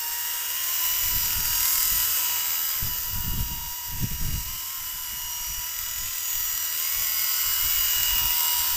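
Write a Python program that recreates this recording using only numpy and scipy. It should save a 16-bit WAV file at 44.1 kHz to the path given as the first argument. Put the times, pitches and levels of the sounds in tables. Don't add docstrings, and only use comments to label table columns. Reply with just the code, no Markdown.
import sys
import numpy as np
from scipy import signal
from scipy.fft import rfft, irfft, next_fast_len
from scipy.io import wavfile
from scipy.ndimage import uniform_filter1d

SR = 44100
rng = np.random.default_rng(int(sys.argv[2]) if len(sys.argv) > 2 else 0)


def wav_record(signal):
    frames = np.transpose(np.atleast_2d(signal))
    bounded = np.clip(frames, -1, 1)
    quanta = np.round(bounded * 32767).astype(np.int16)
    wavfile.write(sys.argv[1], SR, quanta)


N = 386310
TIME = np.arange(N) / SR
FRAMES = TIME[::64]


def gain_of(db):
    return 10 ** (db / 20)


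def unit_rms(x):
    return x / np.sqrt(np.mean(x ** 2) + 1e-20)


def curves(rows):
    times_s, *columns = np.transpose(rows)
    return [np.interp(TIME, times_s, column) for column in columns]


def colour(x, eq):
    size = next_fast_len(N + 4096)
    hz, db = np.transpose(eq)
    bin_db = np.interp(np.log(np.fft.rfftfreq(size, 1 / SR) + 1), np.log(hz + 1), db)
    return unit_rms(irfft(rfft(x, size) * gain_of(bin_db), size)[:N])


def drift(hz):
    knots_s = np.linspace(0, N / SR, 4096)
    spectrum = rfft(rng.standard_normal(len(knots_s)))
    bin_hz = np.arange(len(spectrum)) * SR / N
    return np.interp(TIME, knots_s, unit_rms(irfft(spectrum / (1 + (bin_hz / hz) ** 4))))


def crossfade(hz, count):
    weights = np.array([drift(hz) for _ in range(count)])
    return weights / np.sqrt((weights ** 2).sum(0))


def tone(cycles, rms_db, waver_rad):
    phase = 2 * np.pi * (cycles + rng.random()) + waver_rad * drift(6.5)
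    return np.sqrt(2) * gain_of(rms_db) * np.cos(phase)


def pulse(rise_s, fall_s):
    t = np.arange(-500, 501) / SR
    return np.exp(-.5 * (t / np.where(t < 0, rise_s, fall_s)) ** 2)


def blade_passes(turns, lag_s=.00015, jitter_s=.00001, spread_db=1.6):
    # (time [s], first blade [dB], second blade [dB])
    bite = [(0, -6.5, -6), (.5, -3.5, -2.5), (1, -3, -7), (1.3, -2, -10), (1.6, 1.5, -15), (2, -1, -5),
            (2.4, -4.5, -1.5), (3, -2, -3), (3.6, -4, -5), (4.4, -5, -18), (5, -2.5, -2), (5.8, 2, -4.5),
            (6.6, 0.5, -4), (7.4, -1, -6), (8.1, 3, -1.5), (8.76, -4, -3.5)]
    at = np.flatnonzero(np.diff(np.floor(2 * (turns - .41))))
    blade = np.arange(len(at)) % 2
    timing, strength = rng.standard_normal((len(at), 2)).T
    bite_db = np.array(curves(bite))[blade, at]
    at += np.round((blade * lag_s + jitter_s * timing) * SR).astype(int)
    clicks = np.zeros(N)
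    clicks[np.clip(at, 0, N - 1)] = gain_of(bite_db + spread_db * strength)
    return clicks


def slaps(clicks):
    # (frequency [Hz], gain [dB])
    slap_eq = [(500, -35), (800, -12), (1400, -15.5), (2500, -1), (4000, -5), (5500, -3), (7100, -10.5),
               (7550, 12), (8000, 0), (10000, -25), (12000, -4.5), (14000, 10.5), (15000, 8), (16000, 0)]
    envelope = pulse(rise_s=.0009, fall_s=.0004)
    bursts = rng.standard_normal((4, len(envelope))) * envelope
    train = sum(signal.oaconvolve(clicks * weight, unit_rms(burst), "same")
                for weight, burst in zip(crossfade(hz=1.85, count=4), bursts))
    return colour(train, slap_eq)


def gear_rattle(turns, mismatch=.42):
    # (frequency [Hz], gain [dB])
    rattle_eq = [(500, -45), (800, -4.5), (1050, 4), (1180, -29), (1350, 5.5), (2600, -3.5), (4100, -2),
                 (5500, -4), (7000, -17), (7550, -1), (8600, -40), (10000, -2.5), (12000, 0.5), (14000, 19),
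                 (16000, 7.5)]
    angle_turns = np.arange(1024) / 1024
    half_turn = rng.standard_normal((5, 512))
    patterns = np.tile(half_turn, 2) + mismatch * rng.standard_normal((5, 1024))
    errors = sum(weight * np.interp(turns % 1, angle_turns, pattern)
                 for weight, pattern in zip(crossfade(hz=1.6, count=5), patterns))
    return colour(errors, rattle_eq)


def air_hiss(turns, clicks):
    # (frequency [Hz], gain [dB])
    hiss_eq = [(180, -24.5), (300, -26), (767, -19), (967, -11.5), (1780, -11), (2000, -10.5),
               (2470, -13.5), (2920, -7.5), (4050, -14), (5020, -5), (6220, -8), (7580, -1.5), (10200, -21),
               (13100, -1), (15400, -1)]
    chop = unit_rms(signal.oaconvolve(clicks, pulse(rise_s=.0012, fall_s=.0006), "same"))
    envelope = 1 + .083 * chop + .19 * np.sin(2 * np.pi * turns)
    hiss = colour(envelope * rng.standard_normal(N), hiss_eq)
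    return gain_of(.74 * drift(20)) * hiss


def ground_echoes(x, depth_db=1.5):
    spectra = signal.stft(x, nperseg=512)[2]
    patches = rng.standard_normal(spectra.shape)
    for _ in range(2):
        patches = uniform_filter1d(patches, size=4, axis=0)
        patches = uniform_filter1d(patches, size=60, axis=1)
    return signal.istft(spectra * gain_of(depth_db * unit_rms(patches)), nperseg=512)[1][:N]


def distance(x, near_db, top_db, dull_db):
    below_dull, below_top = (signal.sosfiltfilt(signal.butter(6, hz, fs=SR, output="sos"), x)
                             for hz in (9000, 11900))
    body = gain_of(-2.5) * unit_rms(below_dull)
    dull = gain_of(dull_db + 1) * unit_rms(below_top - below_dull)
    top = gain_of(top_db + 3.5) * unit_rms(x - below_top)
    return gain_of(near_db) * (body + dull + top)


def pole_whine(turns, near_db, shade):
    orders = (24, 48, 72, 120, 144, 168, 216, 288)
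    # (gain [dB], slope [dB/shade])
    gains = [(-20.5, -8.5), (-22.5, 4.5), (-11.5, 0.2), (-13, 0.5), (-12, 1.3), (-13.5, 1), (-21.5, 4.1),
             (-20, -1)]
    # (time [s], sigma [s], gain [dB])
    swell_lists = [
        [(.2, 0.31, 9), (.65, 0.075, -9), (1.75, 0.28, 15), (2.75, 0.27, -18), (8.5, 0.4, 9)],
        [(.3, 0.55, 5), (1.9, .2, -18), (4.6, 0.36, -8), (7.65, 0.083, -7)],
        [(.6, 0.58, -1.5), (1.8, 0.072, -11), (2.8, 0.046, -5), (5.1, .3, 2.5), (6.17, 0.066, -6),
         (7.1, .2, -2.5), (7.7, 0.28, 6), (8.35, 0.25, 5)],
        [(.35, 0.36, -16), (1.6, 0.32, 2), (4.15, 0.086, -8), (5.2, 0.25, -3), (8.6, 0.35, 2)],
        [(2.4, 0.33, -10), (4.15, 0.25, 5.5), (5.4, .25, 9.5), (6.45, 0.14, 4.5)],
        [(1.6, 0.31, 5), (6.1, 0.59, 7), (7.85, 0.13, 5.5), (8.6, 0.17, -8)],
        [(.2, .3, 9), (1.1, .15, -6), (3.35, 0.3, -6), (8.5, .3, 10)],
        [(2.0, 0.2, 17), (4.75, 0.31, 12), (7.15, .2, 6), (8.1, .15, -13)],
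    ]
    whine = 0
    for order, (gain_db, shade_db), swells in zip(orders, gains, swell_lists):
        swell_db = sum(db * np.exp(-.5 * ((FRAMES - at_s) / sigma_s) ** 2)
                       for at_s, sigma_s, db in swells)
        level_db = near_db + gain_db + shade_db * shade + 1.1 * drift(1.1)
        level_db += np.interp(TIME, FRAMES, swell_db)
        skirt = drift(110) * tone((order - 2.5) * turns, level_db - 25, waver_rad=.25)
        whine += tone(order * turns, level_db + 1.6 * drift(9), waver_rad=.35) + skirt
    return whine


def motor(turns, near_db, top_db, shade):
    # (order [cycles/turn], gain [dB])
    shaft_tones = [(16, -37.1), (32, -24.5), (40, -29), (64, -28), (80, -30), (88, -29), (96, -24.6),
                   (128, -22.0), (136, -18.0), (152, -21.3), (160, -22.0), (176, -25.5), (184, -25),
                   (192, -24), (200, -22.6), (208, -28.8), (232, -33.8), (240, -31.2), (256, -35.9),
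                   (264, -26.8), (272, -29.9), (280, -27.9)]
    # (order [cycles/turn], gain [dB])
    sizzle_tones = [(312, -27), (328, -27), (336, -24), (352, -23), (360, -20)]
    once, twice = (np.cos(2 * np.pi * (k * turns + rng.random())) for k in (1, 2))
    wobble = 1 + .25 * once + .3 * twice
    turns = turns + .0003 * drift(34) + .0004 * once + .0002 * twice
    whine = pole_whine(turns, near_db, shade)
    shaft = sum(tone(order * turns, near_db + db + .5 + 3 * drift(1.2), waver_rad=.3)
                for order, db in shaft_tones)
    sizzle = sum(tone(order * turns, near_db + top_db + db + 3.5 * drift(1.5), waver_rad=.7)
                 for order, db in sizzle_tones)
    return wobble * (whine + shaft + sizzle)


def thrum(turns):
    # (time [s], level [dB])
    levels = [(0, -63), (.5, -64), (1, -54.5), (2.2, -54.5), (2.6, -58.5), (3.5, -62.5), (5, -63),
              (6, -63.5), (7, -60), (8.4, -58.5), (8.76, -54)]
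    # (order [cycles/turn], gain [dB])
    harmonics = [(2, -0.5), (4, -11.5), (6, -12.5), (8, -11), (12, -22)]
    level_db, = curves(levels)
    return sum(tone(order * turns, level_db + db + 2.8 * drift(11), waver_rad=.22)
               for order, db in harmonics)


def tail_rotor(near_db, shade, rest_hz=490, hunt_hz=2.5):
    # (time [s], blade-pass rate [Hz])
    rates = [(0, 471), (0.15, 474), (0.29, 500), (0.41, 468), (0.6, 534), (0.8, 501), (0.96, 506),
             (1.2, 489), (1.4, 430), (1.55, 502), (1.77, 540), (1.91, 495), (2.13, 488), (2.21, 503),
             (2.36, 483), (2.5, 478), (2.58, 458), (2.72, 545), (2.8, 498), (3.17, 484), (3.39, 484),
             (3.5, 455), (3.68, 463), (3.83, 505), (3.99, 464), (4.12, 482), (4.42, 482), (4.5, 519),
             (4.64, 518), (4.72, 542), (4.86, 504), (5.01, 504), (5.1, 490), (5.23, 512), (5.37, 513),
             (5.52, 485), (5.7, 491), (5.96, 478), (6.09, 521), (6.33, 480), (6.63, 490), (6.7, 483),
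             (6.85, 537), (7.01, 552), (7.07, 533), (7.21, 543), (7.36, 525), (7.46, 546), (7.56, 516),
             (7.71, 555), (8.02, 493), (8.1, 504), (8.24, 479), (8.39, 530), (8.47, 517), (8.61, 530),
             (8.76, 503)]
    orders = (2, 3, 4, 6, 8)
    # (gain [dB], slope [dB/shade], slope above rest [dB/Hz])
    gains = [(-21.5, -2.5, .05), (-38, -1, .03), (-23, 2.5, .05), (-20.5, -1.2, .045), (-33, 2.5, .05)]
    # (time [s], level [dB])
    hum_levels = [(0, -63), (.5, -60), (.7, -73), (1.3, -59), (1.7, -71), (2.1, -63), (3.0, -67.5),
                  (3.7, -82), (5.7, -84), (6.8, -70), (8.0, -72), (8.76, -82)]
    pass_hz = curves(rates)[0] + hunt_hz * drift(9.86)
    passes = np.cumsum(pass_hz) / SR
    overtones = 0
    for order, (gain_db, shade_db, db_per_hz) in zip(orders, gains):
        level_db = near_db + gain_db + shade_db * shade + db_per_hz * (pass_hz - rest_hz)
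        flicker_db = 1.5 * drift(1.4) + 3 * drift(16)
        overtones += tone(order * passes, level_db + flicker_db, waver_rad=.19 * order)
    return overtones + tone(passes, curves(hum_levels)[0] + 3 * drift(16), waver_rad=.17)


def wind(rise_db_per_s=269, fall_db_per_s=204, lull_db=-60.5):
    # (start [s], hold [s], level [dB])
    gusts = [(.25, .3, -59), (0.856, 0.14, -52), (1.045, 0.2, -37), (1.278, 0.24, -36.5),
             (1.577, 0.018, -41.5), (1.78, .01, -42), (1.85, .01, -40.5), (1.93, .01, -34.5),
             (2.007, 0.027, -41.5), (2.12, .4, -61), (2.836, .04, -28.5), (2.95, 0.17, -42),
             (3.116, 0.15, -33.5), (3.28, 0.13, -27), (3.5, 0.053, -30), (3.6, 0.055, -36),
             (3.918, 0.049, -31.5), (3.987, .06, -29.5), (4.125, .01, -27.5), (4.207, 0.16, -28),
             (4.47, .06, -35), (4.82, .01, -38), (4.95, .01, -41), (5.127, 0.021, -37.5),
             (5.224, 0.046, -43.5), (5.36, .09, -48), (5.502, .01, -39), (5.578, .01, -43.5),
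             (5.8, 0.12, -45.5), (5.98, 0.088, -41.5), (6.343, 0.22, -47.5), (6.98, 0.025, -42.5),
             (7.08, 0.062, -57), (7.486, .01, -39.5), (7.65, 0.0089, -33), (7.75, 0.095, -42),
             (8.0, 0.0091, -35), (8.09, .07, -36.5), (8.217, 0.056, -35.5), (8.615, 0.0091, -38),
             (8.688, .05, -43)]
    # (frequency [Hz], gain [dB])
    rumble_eq = [(15, 1), (45, -0.1), (90, -7.5), (150, -18), (300, -43)]
    flap_eq = [(40, -26), (120, 3.3), (220, -7.5), (400, -20.5), (700, -43.5)]
    gust_db = np.full(len(FRAMES), lull_db)
    for start_s, hold_s, crest_db in gusts:
        before_db = rise_db_per_s * np.maximum(start_s - FRAMES, 0)
        after_db = fall_db_per_s * np.maximum(FRAMES - start_s - hold_s, 0)
        gust_db = np.maximum(gust_db, crest_db - before_db - after_db)
    level_db = np.interp(TIME, FRAMES, gust_db) + 1.13 * drift(11)
    rumble = colour(rng.standard_normal(N) * gain_of(2.3 * drift(21)), rumble_eq)
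    flaps = colour(rng.standard_normal(N) * gain_of(4.5 * drift(30)), flap_eq)
    flap_db = -10.5 + .77 * (level_db + 31.5)
    return gain_of(level_db) * (rumble + gain_of(flap_db) * flaps)


def scene():
    # (time [s], speed [turns/s])
    speeds = [(0, 39.2), (0.4, 39.62), (0.7, 40.18), (0.9, 40.7), (1.1, 40.98), (1.2, 40.8), (1.5, 39.78),
              (1.6, 39.75), (1.8, 40.5), (1.95, 40.8), (2.3, 40.52), (2.9, 40.84), (3.0, 40.72),
              (3.15, 40.13), (3.5, 39.93), (3.8, 40.13), (4.35, 39.9), (4.7, 40.63), (4.9, 40.95),
              (5.2, 40.33), (5.4, 40.15), (5.75, 40.93), (6.0, 40.7), (6.2, 40.7), (6.4, 40.42),
              (6.8, 40.32), (7.0, 40.69), (7.3, 40.79), (7.8, 40.48), (8.25, 39.95), (8.55, 40.32),
              (8.76, 40.35)]
    # (time [s], level [dB], trim above 11.9 kHz [dB], trim at 9-11.9 kHz [dB])
    nearness = [(0, -33.5, 2.5, -11), (.5, -31.5, -1.5, -10.5), (.85, -29.5, 3.5, -13),
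                (1.18, -30, 3.5, -11), (1.4, -30, 0, -9), (1.7, -28, 3, -8.5), (2.05, -28.5, 2, -10.5),
                (2.4, -29.5, 0.5, -16), (2.72, -31.5, 4.5, -15), (3.3, -35.7, 3, -15),
                (3.95, -36.5, 0.5, -14.5), (4.6, -36.5, 0.2, -11.5), (5.2, -36.5, 0, -9.5),
                (5.9, -34.5, -1, -12), (6.2, -34.5, 1, -11), (6.4, -33, 4.5, -15), (6.6, -33, 1.5, -14),
                (7.2, -30, 2, -13), (7.7, -29.5, 3, -12.5), (8.25, -29.5, 3, -16), (8.5, -28.5, 2, -15),
                (8.76, -29, 1.5, -12)]
    # (time [s], shade [-])
    shades = [(0, -0.13), (.35, 0.089), (.65, 0.47), (1.3, 0.15), (1.9, 2.05), (2.35, -0.9), (3.0, -1.6),
              (3.55, -1.35), (4.1, -0.49), (4.6, -.6), (4.9, 0.26), (5.4, -0.73), (6.0, 1.2), (6.4, .8),
              (6.9, 2), (7.4, 1.5), (7.9, 1), (8.2, 0.14), (8.76, -0.11)]
    turns = np.cumsum(curves(speeds)[0]) / SR
    near_db, top_db, dull_db = curves(nearness)
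    shade, = curves(shades)
    clicks = blade_passes(turns)
    rush = gain_of(-6.5) * slaps(clicks)
    rush += gain_of(-6) * gear_rattle(turns)
    rush += gain_of(-.5) * air_hiss(turns, clicks)
    rush = distance(ground_echoes(rush), near_db, top_db, dull_db)
    tones = motor(turns, near_db, top_db, shade) + thrum(turns) + tail_rotor(near_db, shade)
    return (rush + tones + wind())[None]


def record(dry, edge_hz=15530):
    taps = signal.firwin(1023, edge_hz, window=("kaiser", 10), fs=SR)
    return signal.oaconvolve(dry, taps[None], "same")


dry = scene()
out = record(dry)
wav_record(out)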